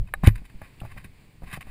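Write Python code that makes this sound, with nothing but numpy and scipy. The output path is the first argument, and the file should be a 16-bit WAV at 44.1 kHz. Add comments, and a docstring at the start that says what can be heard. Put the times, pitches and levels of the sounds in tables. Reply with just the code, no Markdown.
"""Gallop over turf

A horse gallops over turf, heard from a small camera worn by the rider.
Hooves thud dully as ringing tones mixed with noise; hard jolts push the mount, and one overloads the microphone.
Hard contacts ring the housing, tack ticks in short bursts, and straps and cloth scrape as crowds of tiny clicks.
Behind them, shaped noise makes the air's rumble, a steady drone and a faint rustle.
"""
import sys
import numpy as np
from scipy import signal
from scipy.fft import rfft, irfft
from scipy.io import wavfile

SR = 44100
rng = np.random.default_rng(int(sys.argv[2]) if len(sys.argv) > 2 else 0)


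def wav_record(signal):
    """Record a signal, one row per channel, as 16-bit PCM in the file named by sys.argv[1]."""
    frames = np.transpose(np.atleast_2d(signal))
    bounded = np.clip(frames, -1, 1)
    # unit amplitude maps onto the largest positive 16-bit level
    quanta = np.round(bounded * 32767).astype(np.int16)
    wavfile.write(sys.argv[1], SR, quanta)


N = 74970  # length in samples, 1.7 s


def seconds_since(start_s):
    return np.arange(N) / SR - start_s


def gain(level_db):
    """Turn decibels into a multiplier."""
    return 10 ** (np.asarray(level_db) / 20)


def level_over_time(rows):
    """Multiplier that follows a table of time_s, level_db."""
    time_s, level_db = np.array(rows).T
    return gain(np.interp(seconds_since(0), time_s, level_db))


def colour(sound, points):
    """Shape the spectrum by pitch_hz, level_db points, then set the overall rms to 1."""
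    pitch_hz, level_db = np.array(points).T
    bins_hz = np.maximum(np.arange(N // 2 + 1) * SR / N, 1)
    shape_db = np.interp(np.log(bins_hz), np.log(pitch_hz), level_db)
    shaped = irfft(rfft(sound) * gain(shape_db), N)
    return shaped / shaped.std()


def noise(points):
    """Random noise with a given colour and an rms of 1."""
    return colour(rng.standard_normal(N), points)


def tilted(points, tilt_db_per_octave):
    """A colour tilted about 2 kHz: positive is brighter, negative is duller."""
    return [(hz, db + tilt_db_per_octave * np.log2(hz / 2000)) for hz, db in points]


def contact(start_s, attack_s):
    """A soft contact takes hold in a straight line from 0 to 1."""
    return np.clip(seconds_since(start_s) / attack_s, 0, 1)


def blow(start_s, attack_s, decay_s):
    """A straight attack from silence, then an exponential fall."""
    time_falling = np.maximum(seconds_since(start_s) - attack_s, 0)
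    return contact(start_s, attack_s) * np.exp(-time_falling / decay_s)


def swell(peak_s, rise_s, decay_s):
    """An exponential rise to a peak and an exponential fall."""
    t = seconds_since(peak_s)
    return np.exp(np.where(t < 0, t / rise_s, -t / decay_s))


def ring(start_s, modes):
    """A struck body rings as fading sine tones; each falls by 60 dB in its own t60_s."""
    t = np.maximum(seconds_since(start_s), 0)
    ringing = 0
    for pitch_hz, level_db, t60_s in modes:
        fade = np.exp(-np.log(1000) * t / t60_s)
        ringing = ringing + gain(level_db) * np.sin(2 * np.pi * pitch_hz * t) * fade
    return ringing


# Hoof beats on turf: start_s, thud_level_db, knock_level_db, knock_decay_s, pitch_ratio
HOOF_BEATS = [(0.2351, -23, -26, 0.0064, 1.35), (.418, -43, -51.5, 0.0027, 0.92),
              (0.541, -40.5, -56, 0.0066, 0.75), (.616, -42.5, -38.5, .005, 1.07),
              (0.8142, -36, -35.5, 0.0042, 1.055), (.834, -49, -43, 0.009, 0.9),
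              (0.849, -41.5, -38, 0.0059, 1.1), (0.9648, -38.5, -43.5, 0.004, 0.98),
              (1.046, -43, -62, .005, 0.93), (1.42, -43, -42, 0.0023, .9), (1.433, -41, -41, 0.0076, 0.96),
              (1.528, -36.5, -50, 0.0089, 0.99), (1.573, -38.5, -39.5, 0.0034, 1.01),
              (1.669, -43, -43.5, 0.0055, 1)]
# Hollow tones of a hoof, before the pitch ratio: pitch_hz, level_db, t60_s
HOOF_TONES = [(613, -3.5, 0.04), (764, -1.5, 0.041), (1078, -8, 0.041), (1283, -7, 0.026), (1570, -12, .02)]
# Low tones of the ground, before the pitch ratio: pitch_hz, level_db, t60_s
GROUND_TONES = [(67, -15.5, 0.023), (103.7, 3.5, 0.072), (194, -1, 0.065), (250, 2, 0.025)]
# Noise colours of the thud and the knock: pitch_hz, level_db
THUD_COLOUR = [(30, 6), (70, 3.5), (115, 6), (200, -0.5), (300, -35), (500, -54), (1200, -50)]
KNOCK_COLOUR = [(150, -7), (350, -33), (580, 13.5), (780, 3), (1200, 0), (1750, -21), (2600, -24.5),
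                (6000, -27), (15000, -17)]
KNOCK_ATTACK_S, THUD_ATTACK_S, THUD_DECAY_S = 0.00095, 0.00258, 0.02
THUD_NOISE_DB, KNOCK_NOISE_DB = 0, -5.5  # noise level within each beat


def hooves():
    """Each hoof gives a short hollow knock and a longer ground thud, both part ring and part crushed turf."""
    thud_noise = gain(THUD_NOISE_DB) * noise(THUD_COLOUR)
    knock_noise = gain(KNOCK_NOISE_DB) * noise(KNOCK_COLOUR)
    beats = 0
    for start_s, thud_db, knock_db, knock_decay_s, pitch_ratio in HOOF_BEATS:
        hoof_tones = [(hz * pitch_ratio, db, t60_s) for hz, db, t60_s in HOOF_TONES]
        knock = ring(start_s, hoof_tones) * contact(start_s, KNOCK_ATTACK_S)
        knock = knock + knock_noise * blow(start_s, KNOCK_ATTACK_S, knock_decay_s)
        ground_tones = [(hz * pitch_ratio, db, t60_s) for hz, db, t60_s in GROUND_TONES]
        thud = ring(start_s, ground_tones) * contact(start_s, THUD_ATTACK_S)
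        thud = thud + thud_noise * blow(start_s, THUD_ATTACK_S, THUD_DECAY_S)
        beats = beats + gain(knock_db) * knock + gain(thud_db) * thud
    return beats


# Jolts, the first already dying away: centre_s, push_width_s, push_level_db, sway_level_db, thin_ring_level_db
JOLTS = [(-.035, 0.0061, -25, -5, -4), (0.2393, 0.0019, -11, -36, -15), (0.2447, 0.00318, -12, -41, -25),
         (.279, 0.002915, 3, 2, 0.5)]
# Sway of the mount: pitch_hz, level_db, t60_s
SWAY_TONES = [(36.26, -17.5, 0.36), (106.1, -10.5, .17), (133, -26, 0.18), (197, -17, 0.059),
              (326, -21.5, 0.048)]
# Thin high ring of the mount, a close pair: pitch_hz, level_db
THIN_RING_PAIR = [(11897, -46), (12101, -54.5)]
THIN_RING_T60_S = 0.18


def mount():
    """A jolt shoves the camera out and back: its acceleration thumps, the mount sways and a thin ring fades."""
    thin_tones = [(hz, db, THIN_RING_T60_S) for hz, db in THIN_RING_PAIR]
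    shaking = 0
    for centre_s, width_s, push_db, sway_db, thin_db in JOLTS:
        u = seconds_since(centre_s) / width_s
        push = (1 - u ** 2) * np.exp(-u ** 2 / 2)  # one peak between two dips
        ring_start_s = centre_s - width_s
        shaking = shaking + gain(push_db) * push
        shaking = shaking + gain(sway_db) * ring(ring_start_s, SWAY_TONES)
        shaking = shaking + gain(thin_db) * ring(ring_start_s, thin_tones)
    return shaking


# The housing rings: once at a tack clack, then faintly along with a hoof beat: start_s, level_db
HOUSING_HITS = [(.1387, -11), (.618, -33)]
# Ring of the plastic housing: pitch_hz, level_db, t60_s
HOUSING_TONES = [(602, -30, 0.055), (797, -24.5, 0.056), (1125, -26.5, 0.035), (1230, -19.5, 0.034),
                 (1530, -25, 0.045), (1730, -2.5, 0.016), (2112, -12.5, 0.019), (2270, -24, 0.025),
                 (3850, -28.5, .049), (7900, -32.5, 0.045), (9990, -19, .014), (10270, -17, .018),
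                 (13800, -23, 0.012), (13700, -23, 0.015)]
CRACK_DB, CRACK_ATTACK_S, CRACK_DECAY_S = -26.5, 0.00011, 0.0058
HOUSING_LOW_HZ, DIP_HZ, DIP_Q = 486, 5820, 0.95


def housing():
    """Hard contacts ring the plastic housing, which is too small for bass and has a dip in its treble."""
    crack_noise = gain(CRACK_DB) * noise(RUB_COLOUR)
    body = 0
    for start_s, level_db in HOUSING_HITS:
        crack = crack_noise * blow(start_s, CRACK_ATTACK_S, CRACK_DECAY_S)
        body = body + gain(level_db) * (ring(start_s, HOUSING_TONES) + crack)
    bass_cut = signal.butter(4, HOUSING_LOW_HZ, "high", fs=SR, output="sos")
    body = signal.sosfilt(bass_cut, body)
    dip_b, dip_a = signal.iirnotch(DIP_HZ, DIP_Q, fs=SR)
    return signal.lfilter(dip_b, dip_a, body)


# Small ticks of buckles and straps: start_s, level_db, tilt_db_per_octave
TICKS = [(0.2426, -31, 2), (0.272, -19, 1), (0.2766, -12.5, -6), (.358, -42, -6.5), (1.0441, -42, -11),
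         (1.5285, -34.5, 0), (1.5447, -33, 1), (1.608, -38.5, -1), (1.6177, -38, -1), (1.627, -41, -3)]
# Colour of a tick before its tilt: pitch_hz, level_db
TICK_COLOUR = [(200, -32), (600, -21), (1100, -5.5), (1700, -4), (2300, 9.5), (3100, -7.5), (3750, -2.5),
               (4400, -16), (6000, -21.5), (7300, -21), (8400, -7.5), (9800, -18), (11500, -19),
               (12800, -18), (14300, -7), (15600, -23)]
TICK_ATTACK_S, TICK_DECAY_S = 0.00053, 0.0016
# Colour of the one creak: pitch_hz, level_db
CREAK_COLOUR = [(1000, -23), (2600, 8.5), (3300, 6), (3800, 2), (5500, -30), (8700, -1), (11000, -12),
                (15000, -13)]
CREAK_S, CREAK_DB, CREAK_ATTACK_S, CREAK_DECAY_S = 0.801, -45.5, 0.0018, 0.0054


def ticks():
    """Buckles and straps snap as brief bursts of noise, and once give a high creak."""
    snaps = 0
    for start_s, level_db, tilt in TICKS:
        snap = noise(tilted(TICK_COLOUR, tilt)) * blow(start_s, TICK_ATTACK_S, TICK_DECAY_S)
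        snaps = snaps + gain(level_db) * snap
    creak = noise(CREAK_COLOUR) * blow(CREAK_S, CREAK_ATTACK_S, CREAK_DECAY_S)
    return snaps + gain(CREAK_DB) * creak


# Straps and cloth scraping: peak_s, rise_s, decay_s, level_db, tilt_db_per_octave
SCRAPES = [(0.075, 0.0022, 0.0046, -50.5, -0.5), (0.0848, 0.0011, 0.0065, -44.5, -5),
           (.238, 0.00033, 0.0033, -44.5, -2), (0.253, 0.0069, 0.007, -25.5, -2),
           (.267, 0.0024, 0.0031, -26, 0), (0.274, 0.0035, 0.0033, -20.5, 1),
           (0.285, 0.0018, 0.0057, -27, 0), (.303, 0.0046, 0.017, -56, 1.5),
           (0.359, 0.0029, 0.0055, -40.5, 1), (0.38, 0.003, 0.012, -51, -.5),
           (.458, 0.006, 0.0047, -44.5, 0.5), (0.499, 0.0019, 0.0084, -54, 0),
           (0.633, 0.018, 0.043, -50.5, -0.5), (0.864, 0.021, 0.011, -54, 0),
           (0.919, 0.017, 0.016, -49, -0.5), (0.979, 0.0064, 0.013, -43, -1),
           (1.01, 0.0054, 0.0065, -55, 0.5), (1.046, 0.0025, 0.011, -44, 1),
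           (1.444, 0.006, 0.0052, -51.5, 0), (1.476, 0.0079, 0.025, -48.5, -1.5),
           (1.539, .016, 0.011, -34.5, 0), (1.572, 0.012, 0.0032, -39.5, 0.5),
           (1.611, 0.00088, 0.0072, -41, 0.5), (1.625, 0.0014, 0.0017, -43, 1.5),
           (1.695, 0.04, .02, -53, 0)]
# Colour of rubbing heard through the housing, also used by the housing's cracks: pitch_hz, level_db
RUB_COLOUR = [(150, -2), (450, -23.5), (750, -3), (900, -9), (1090, 4.5), (1290, -8), (1600, 2),
              (1950, 5.5), (2250, -2), (2520, 6), (2850, -12), (3050, -3), (3250, -21), (3750, -6),
              (4300, -21.5), (4800, -13.5), (6000, -30), (7400, -18.5), (8400, -20), (9800, -8),
              (11600, -27), (12700, -24), (14200, -11.5), (15000, -21), (15600, -35)]
SLIPS_PER_S, SLIP_SPREAD_DB = 2200, 2.5  # average rate, random spread of strength


def scrapes():
    """Straps and cloth rub as dense tiny slips, random clicks that swell and fade with each scrape."""
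    happens = rng.random(N) < SLIPS_PER_S / SR
    direction = rng.choice([-1, 1], N)
    strength = gain(SLIP_SPREAD_DB * rng.standard_normal(N))
    slips = happens * direction * strength
    rubbing = 0
    for peak_s, rise_s, decay_s, level_db, tilt in SCRAPES:
        scrape = colour(slips, tilted(RUB_COLOUR, tilt)) * swell(peak_s, rise_s, decay_s)
        rubbing = rubbing + gain(level_db) * scrape
    return rubbing


# Rumble of the air: time_s, level_db
WIND_LEVEL = [(0, -24), (.1, -43.5), (.19, -34.5), (.26, -34.5), (.4, -33.5), (.47, -78), (.56, -35.5),
              (.7, -63), (.8, -42.5), (.94, -40), (1.1, -53), (1.35, -65), (1.47, -44), (1.6, -50),
              (1.7, -36.5)]
# Colour of the air's rumble: pitch_hz, level_db
WIND_COLOUR = [(12, 7), (25, -2.5), (42, 3), (65, -12), (115, -9.5), (200, -22.5), (330, -37.5),
               (550, -39.5), (4000, -83)]


def wind():
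    """The air buffets the housing as low noise whose level comes and goes."""
    return noise(WIND_COLOUR) * level_over_time(WIND_LEVEL)


# Rustle of clothes and tack: time_s, level_db
RUSTLE_LEVEL = [(0, -64.5), (.12, -64), (.2, -61.5), (.33, -60), (.42, -61.5), (.55, -59.5), (.88, -58),
                (1, -59.5), (1.09, -61.5), (1.22, -59), (1.4, -63), (1.49, -55.5), (1.6, -62), (1.7, -58.5)]
# Colour of the rustle: pitch_hz, level_db
RUSTLE_COLOUR = [(300, 9.5), (600, 2.5), (1050, 2), (1350, -3.5), (1750, 0.5), (2350, 5.5), (2700, 0.5),
                 (3300, -5), (4700, -4.5), (6000, -22), (7400, -9.5), (9900, -10), (11500, -21.5),
                 (13000, -19.5), (14400, -11), (15500, -7)]


def rustle():
    """Clothes and tack rustle faintly as noise that never stops."""
    return noise(RUSTLE_COLOUR) * level_over_time(RUSTLE_LEVEL)


# Colour of the ride's steady drone: pitch_hz, level_db
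DRONE_COLOUR = [(20, 8), (70, 0), (120, 4), (200, -4), (330, -15), (550, -22), (1200, -44), (4000, -41)]
DRONE_DB = -52


def drone():
    """The ride drones on as low noise at one level."""
    return gain(DRONE_DB) * noise(DRONE_COLOUR)


def scene():
    """Every sound adds up at the one microphone."""
    main_sounds = hooves() + mount() + housing() + ticks() + scrapes()
    background = wind() + rustle() + drone()
    return (main_sounds + background)[None]  # one channel


CLIP_DB, TOP_HZ = 0.5, 15300


def record(dry):
    """The recorder flattens peaks beyond its limit, then cuts the top of the treble."""
    limit = gain(CLIP_DB)
    clipped = np.clip(dry, -limit, limit)
    top_cut = signal.ellip(8, 0.2, 80, TOP_HZ, fs=SR, output="sos")  # 0.2 dB ripple, 80 dB cut
    return signal.sosfilt(top_cut, clipped)


dry = scene()
out = record(dry)
wav_record(out)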